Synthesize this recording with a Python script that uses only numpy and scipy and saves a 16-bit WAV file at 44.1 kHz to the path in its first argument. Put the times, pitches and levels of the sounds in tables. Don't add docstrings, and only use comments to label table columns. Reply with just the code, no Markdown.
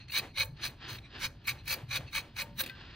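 import sys
import numpy as np
from scipy import signal
from scipy.fft import rfft, irfft
from scipy.io import wavfile
from scipy.ndimage import uniform_filter1d

SR = 44100
rng = np.random.default_rng(int(sys.argv[2]) if len(sys.argv) > 2 else 0)


def file_out(sig):
    cols = np.atleast_2d(sig).T
    lim = np.clip(cols, -1, 1)
    pcm = np.round(lim * 32767).astype(np.int16)
    wavfile.write(sys.argv[1], SR, pcm)


N = 130095
TIME = np.arange(N) / SR
FREQS = np.maximum(np.fft.rfftfreq(N, 1 / SR), 1)

# frequency in Hz, relative level in dB.
RUMBLE_EQ = [(20, -13.5), (50, 4), (90, 3), (130, 4.5), (180, -7), (300, -10.5), (500, -24), (1000, -24),
             (2500, -76), (4300, -26), (5500, -51), (7000, -57), (15000, -105.5)]
RUSTLE_EQ = [(120, -32), (210, -2.5), (330, 4.5), (500, -5.5), (1090, -3), (1750, 2.5), (2200, -5),
             (2700, 1.5), (3700, -2), (4900, -5), (5800, -18), (8000, -17), (15000, -83)]
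BARK_EQ = [(200, 2.5), (450, -30.5), (780, -3.5), (1100, -1), (1600, 8), (2000, 4.5), (2700, 4),
           (3350, 2.5), (3800, -2.5), (4500, 0.5), (5200, -1.5), (6300, 0.5), (7200, -13.5), (11000, -15.5)]
HISS_EQ = [(3000, -14), (6000, -17.5), (7500, -3), (9200, 0.5), (10500, -6.5), (12200, 4.5), (14500, 3.5),
           (16000, 10)]
SLEEVE_EQ = [(120, -4), (250, 8), (560, 3), (850, 4.5), (1300, -3), (2400, -1.5), (4200, -10),
             (5500, -18.5), (12000, -30)]
BOOT_EQ = [(100, -15), (190, 14.5), (250, 6.5), (330, -24), (600, -42), (2000, -69)]
TICK_EQ = [(300, 2), (800, -41), (1700, -13), (2600, 1.5), (3100, -5), (3700, 0), (4500, -7), (5300, -17.5),
           (14000, -14)]
# time in seconds, level in dB.
RUSTLE_RIDE = [(0, -64), (.5, -88), (.6, -51), (.76, -70.5), (.85, -44.5), (.96, -49.5), (1.01, -73.5),
               (1.11, -59), (1.16, -45.5), (1.21, -50.5), (1.3, -77), (1.42, -65), (1.6, -67),
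               (2.34, -65.5), (2.56, -69), (2.64, -49), (2.73, -58.5), (2.8, -53.5), (2.95, -54.5)]
# centre in seconds, half-width in seconds, level in dB, pitch ratio.
TOUCHES = [(.008, 0.049, -54.5, 1), (0.087, 0.0059, -48, 1), (0.103, 0.01, -43.5, 1.005),
           (0.123, 0.0047, -38, 1.06), (0.303, 0.032, -60, 1), (0.363, 0.008, -45, 1),
           (0.573, 0.0086, -55, 1.01), (0.698, 0.014, -50, 0.97), (0.957, 0.0067, -46, 1),
           (.988, 0.0063, -44, 0.92), (1.056, 0.034, -55.5, 0.92), (1.456, 0.013, -48.5, 0.96),
           (1.601, 0.03, -57, 0.96), (2.085, 0.025, -54, 0.99)]
# frequency in Hz, bandwidth in Hz, relative level in dB.
LIGHT_BLADE_MODES = [(1720, 750, -11.5), (2620, 165, 1.5), (3730, 190, -7.5), (4213, 93, 4.5),
                     (4450, 120, -1), (6160, 130, -13), (9230, 210, -18)]
PRESSED_BLADE_MODES = [(1083, 76, -8.5), (1548, 134, -9.5), (1712, 74, -6.5), (2180, 97, 2.5),
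                       (2421, 112, 3), (2985, 117, -5), (3806, 215, 1), (4112, 82, 5.5), (4440, 86, -2),
                       (6072, 53, -3), (9150, 138, -14.5)]
SHANK_MODES = [(568, 20, -2), (895, 16, -7)]
# start, rise and length in seconds, blade, bark and hiss levels in dB,
# hiss lag in seconds, shank level in dB, blade pitch ratio, blade tilt in dB per octave,
# sleeve level in dB.
PULLS = [(0.128, 0.049, 0.078, -29.5, -41, -37, -0.011, -58, 1.018, -0.5, -47),
         (0.364, 0.051, 0.075, -29.5, -43, -39.5, 0.014, -50, 1.01, 0.5, -63.5),
         (0.619, 0.036, 0.064, -34.5, -39, -40.5, 0.017, -57.5, 1.025, 1, -57),
         (0.877, 0.015, 0.097, -50.5, -48.5, -49.5, 0.014, -67, 1.03, 9, -62),
         (1.204, 0.045, 0.071, -35, -35.5, -40.5, 0.0028, -53, 1, -0.5, -63.5),
         (1.472, 0.011, 0.052, -32.5, -38, -33.5, -0.0035, -62, 1.03, -6, -54),
         (1.673, 0.044, 0.083, -33.5, -37, -34.5, 0.00032, -57, 1.04, 1, -50),
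         (1.902, 0.062, 0.082, -33.5, -38.5, -39, 0.002, -52.5, 1.02, -3, -52),
         (2.131, 0.036, 0.079, -32.5, -41.5, -37, -0.0026, -58, 1.024, -5.5, -54.5),
         (2.37, 0.04, 0.062, -35.5, -40, -37.5, 0.0045, -54, 1.02, -5, -57),
         (2.583, 0.024, 0.038, -35.5, -37.5, -32, -0.0024, -54, 1.01, 8.5, -62)]
# time in seconds, boost in dB.
CATCHES = [(.198, 4), (0.375, 5), (0.384, 4.5), (0.434, 4.5), (1.479, 1), (1.682, 6), (1.914, 8),
           (1.981, 3), (2.151, 4.5), (2.367, 11)]
# peak time in seconds, level in dB, pitch in Hz.
THUDS = [(0.205, -45.5, 123), (0.389, -41, 107), (0.455, -40, 105), (0.495, -42, 123), (0.533, -40, 122),
         (0.683, -43, 122), (0.926, -39, 107), (0.974, -41.5, 111), (1.276, -44, 95), (1.494, -41.5, 102),
         (1.52, -41, 119), (1.626, -43.5, 106), (1.696, -42.5, 116), (1.758, -47, 88), (1.838, -35.5, 113),
         (1.888, -42, 120), (1.943, -40, 117), (2, -38, 118), (2.05, -39.5, 109)]
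# start in seconds, pitch in Hz, level in dB, T60 in seconds.
SPRINGS = [(2.417, 579, -45, 0.17), (2.422, 915, -50, 0.42), (2.602, 559, -39, 0.1)]
# start in seconds, grit level in dB, ring level in dB,
# longest T60 in seconds that the contact allows.
TICKS = [(2.637, -37.5, -50, 0.028), (2.662, -38.5, -40.5, 0.035), (2.675, -48, -53, 0.03),
         (2.688, -55, -47, 0.03), (2.696, -50, -38, 0.6)]
# frequency in Hz, relative level in dB, T60 in seconds.
PING_MODES = [(1561, -7.5, .29), (1980, -5, .08), (2510, 0, .055), (2910, -7, .025), (3610, -4, .03),
              (4220, -5, .03), (4480, -5, .035)]
# frequency in Hz, gain in dB.
SCATTER_EQ = [(150, -18), (400, 15.5), (900, -7.5), (1600, -7.5), (2500, -19.5), (4200, -16), (7000, -13),
              (14000, -18)]
# frequency in Hz, phase in radians.
PORT_PHASE = [(100, 0), (1400, .1), (2100, .7), (3800, .7), (4800, -1.1), (6000, -.7), (7500, 1.1),
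              (9100, -1.4), (11000, -1.2), (12000, -1.2), (12600, 1.25), (15000, 1.25)]
# frequency in Hz, side gain in dB.
WIDTH_EQ = [(30, -21), (100, -26), (300, -20), (650, -10), (1400, -16), (2100, -10), (4100, -9.5),
            (7500, -3), (15000, -3)]


def from_db(db):
    return 10 ** (np.asarray(db) / 20)


def unit_rms(x):
    return x / np.sqrt(np.mean(x ** 2) + 1e-20)


def gains(eq):
    hz, db = np.transpose(eq)
    return from_db(np.interp(np.log(FREQS), np.log(hz), db))


def colour(x, eq):
    return unit_rms(irfft(rfft(x) * gains(eq), N))


def drift(hz):
    return unit_rms(irfft(rfft(rng.standard_normal(N)) / (1 + (FREQS / hz) ** 2), N))


def swell(centre_s, half_width_s):
    return np.exp(-((TIME - centre_s) / half_width_s) ** 2)


def snaps(per_s, spread_db):
    sizes = from_db(spread_db * np.minimum(rng.exponential(1, (2, N)), 4))
    signs = rng.choice([-1, 1], (2, N))
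    return unit_rms(sizes * signs * (rng.random((2, N)) < per_s / SR))


def resonate(x, hz, width_hz):
    r = np.exp(-np.pi * width_hz / SR)
    feedback = [1, -2 * r * np.cos(2 * np.pi * hz / SR), r * r]
    return signal.lfilter([(1 - r * r) / 2, 0, (r * r - 1) / 2], feedback, x + 1e-18)


def moving_modes(drive, modes, pitch, tilt_db=0, pivot_hz=3000):
    warped_time = np.cumsum(pitch + 0.012 * drift(hz=20)) / SR
    out = 0
    for k, (hz, width, db) in enumerate(modes):
        r = np.exp(-np.pi * width / SR)
        spin = np.exp(2j * np.pi * hz * warped_time)
        ring = (spin * signal.lfilter([1 - r], [1, -r], drive / spin + 1e-18)).real
        octaves = np.clip(np.log2(hz / pivot_hz), -.5, .5)
        flicker_db = 1.4 * drift(hz=31.3)
        out += (-1) ** k * from_db(db + tilt_db * octaves + flicker_db) * ring
    return out


def rumble():
    return from_db(-52.5) * colour(rng.standard_normal((2, N)), RUMBLE_EQ)


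def rustle():
    level_db = np.interp(TIME, *np.transpose(RUSTLE_RIDE)) + 1.3 * drift(hz=37)
    brush = colour(snaps(per_s=7100, spread_db=-2.5), RUSTLE_EQ)
    lowpass = signal.butter(5, 5600, fs=SR, output="sos")
    return from_db(level_db) * signal.sosfilt(lowpass, brush)


def reseat_scratches():
    level = sum(from_db(db) * swell(s, half_width) ** 2 for s, half_width, db, _ in TOUCHES)
    lowpass = signal.butter(3, 7500, fs=SR, output="sos")
    grit = signal.sosfilt(lowpass, snaps(per_s=6900, spread_db=3.0))
    times, *_, pitch = np.transpose(TOUCHES)
    return level * unit_rms(moving_modes(grit, LIGHT_BLADE_MODES, np.interp(TIME, times, pitch)))


def blade_ring(fibres, glide=0.05, evenness=0.23, window_s=0.002):
    course = [(start + progress * length, pitch + glide * (progress - .5), tilt_db)
              for start, _, length, *_, pitch, tilt_db, _ in PULLS for progress in (0, 1)]
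    times, pitches, tilts_db = np.transpose(course)
    pitch, tilt_db = np.interp(TIME, times, pitches), np.interp(TIME, times, tilts_db)
    ring = moving_modes(fibres, PRESSED_BLADE_MODES, pitch, tilt_db)
    power = uniform_filter1d(ring ** 2, int(window_s * SR))
    return unit_rms(ring / np.maximum(power, 1e-12) ** (evenness / 2))


def pull_force_db(age, rise, length, attack_db_per_s=888, release_db_per_s=1514):
    bite_db = 15 * np.clip(1 - age / rise, 0, 1) ** 2
    slack_db = 14.5 * np.clip((age - rise) / (length - rise), 0, 1) ** 2
    fade_db = attack_db_per_s * np.maximum(-age, 0) + release_db_per_s * np.maximum(age - length, 0)
    return np.maximum(-bite_db - slack_db - fade_db, -120)


def random_ripple(x, ripple_db, spacing_hz):
    knots = np.arange(0, SR / 2, spacing_hz)
    heights = np.clip(rng.standard_normal(len(knots)), -1.5, 1.5)
    return unit_rms(irfft(rfft(x) * from_db(ripple_db * np.interp(FREQS, knots, heights)), N))


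def crumb_hiss(hiss, force_db, lag_s, fade_db_per_s=800):
    fall_db = fade_db_per_s * TIME
    held_db = np.maximum.accumulate(force_db + fall_db) - fall_db
    level = from_db(np.interp(TIME - lag_s, TIME, held_db))
    return level * random_ripple(hiss, ripple_db=5.0, spacing_hz=252.3)


def shank_ring(bending):
    return sum(from_db(db) * resonate(bending, hz, width) * np.sqrt(SR / np.pi / width)
               for hz, width, db in SHANK_MODES)


def knife_pulls():
    fibres = snaps(per_s=11000, spread_db=1.5)
    steel = blade_ring(fibres)
    bark = colour(snaps(per_s=16000, spread_db=0.5), BARK_EQ)
    judder_db = 1.8 * drift(hz=120)
    catch_db = sum(db * swell(s, half_width_s=0.004) for s, db in CATCHES)
    hiss = colour(fibres, HISS_EQ) * from_db(3.2 * drift(hz=42))
    out, bending = 0, 0
    for start, rise, length, blade_db, bark_db, hiss_db, hiss_lag, shank_db, *_ in PULLS:
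        force_db = pull_force_db(TIME - start, rise, length) + judder_db + catch_db
        rasp = random_ripple(bark, ripple_db=3.5, spacing_hz=132.3)
        out += from_db(force_db) * (from_db(blade_db) * steel + from_db(bark_db) * rasp)
        out += from_db(hiss_db) * crumb_hiss(hiss, force_db, hiss_lag)
        bending += from_db(force_db + shank_db) * fibres
    return out + shank_ring(bending)


def trunk_thuds(rise_s=0.00842):
    wobble = 1 + 0.099 * drift(hz=40)
    out = 0
    for peak_s, db, hz in THUDS:
        age = np.maximum(TIME - peak_s + rise_s, 0)
        envelope = age / rise_s * np.exp(1 - age / rise_s)
        cycles = hz * np.cumsum(wobble * (age > 0)) / SR
        out += from_db(db) * envelope * np.sin(2 * np.pi * cycles)
    return out


def sleeve_swishes(delay_s=0.026):
    level = sum(from_db(db) * swell(start + length + delay_s, half_width_s=0.055)
                for start, _, length, *_, db in PULLS)
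    return level * colour(snaps(per_s=6000, spread_db=3.5), SLEEVE_EQ)


def shank_springs(rise_s=0.0037):
    out = 0
    for start, hz, db, t60 in SPRINGS:
        age = np.maximum(TIME - start, 0)
        envelope = from_db(db - 60 * age / t60) * (1 - np.exp(-age / rise_s))
        out += envelope * np.sin(2 * np.pi * hz * age)
    return out


def boot_shuffle():
    level = from_db(-55) * swell(centre_s=2.53, half_width_s=0.11)
    return level * colour(rng.standard_normal((2, N)), BOOT_EQ)


def slip_off(ping_rise_s=0.0005, grit_decay_s=0.0065):
    grit = colour(rng.standard_normal((2, N)), TICK_EQ)
    out = 0
    for start, grit_db, ring_db, longest_t60 in TICKS:
        age = np.maximum(TIME - start, 0)
        out += (TIME > start) * from_db(grit_db) * np.exp(-age / grit_decay_s) * grit
        attack = 1 - np.exp(-age / ping_rise_s)
        for hz, db, t60 in PING_MODES:
            level_db = ring_db + db + rng.normal(0, 1.2) - 60 * age / min(t60, longest_t60)
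            out += attack * from_db(level_db) * np.sin(2 * np.pi * hz * age)
    return out


def grove_scatter(x, t60_s=0.26, build_s=0.016):
    envelope = from_db(-60 * TIME / t60_s) * (1 - np.exp(-TIME / build_s))
    echoes = rng.standard_normal((2, N)) * envelope
    echoes /= np.sqrt(np.sum(echoes[0] ** 2))
    impulse = irfft(rfft(echoes) * gains(SCATTER_EQ), N)[:, :SR]
    return from_db(-7.5) * signal.fftconvolve(x, impulse, axes=1)[:, :N]


def stereo(x):
    mid, unrelated = rfft(x)
    phase = np.interp(FREQS, *np.transpose(PORT_PHASE))
    side = irfft(1j * np.tan(phase / 2) * mid + gains(WIDTH_EQ) * unrelated, N)
    return np.array([x[0] + side, x[0] - side])


def scene():
    knife = knife_pulls() + reseat_scratches() + shank_springs() + slip_off()
    movement = rustle() + sleeve_swishes() + boot_shuffle()
    return stereo(knife + grove_scatter(knife) + trunk_thuds() + movement + rumble())


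def record(dry):
    hz = np.fft.rfftfreq(2 * N, 1 / SR)
    high_cut = from_db(np.interp(hz, [15750, 16050], [0, -100]))
    return irfft(rfft(dry, 2 * N) * high_cut)[:, :N]


dry = scene()
out = record(dry)
file_out(out)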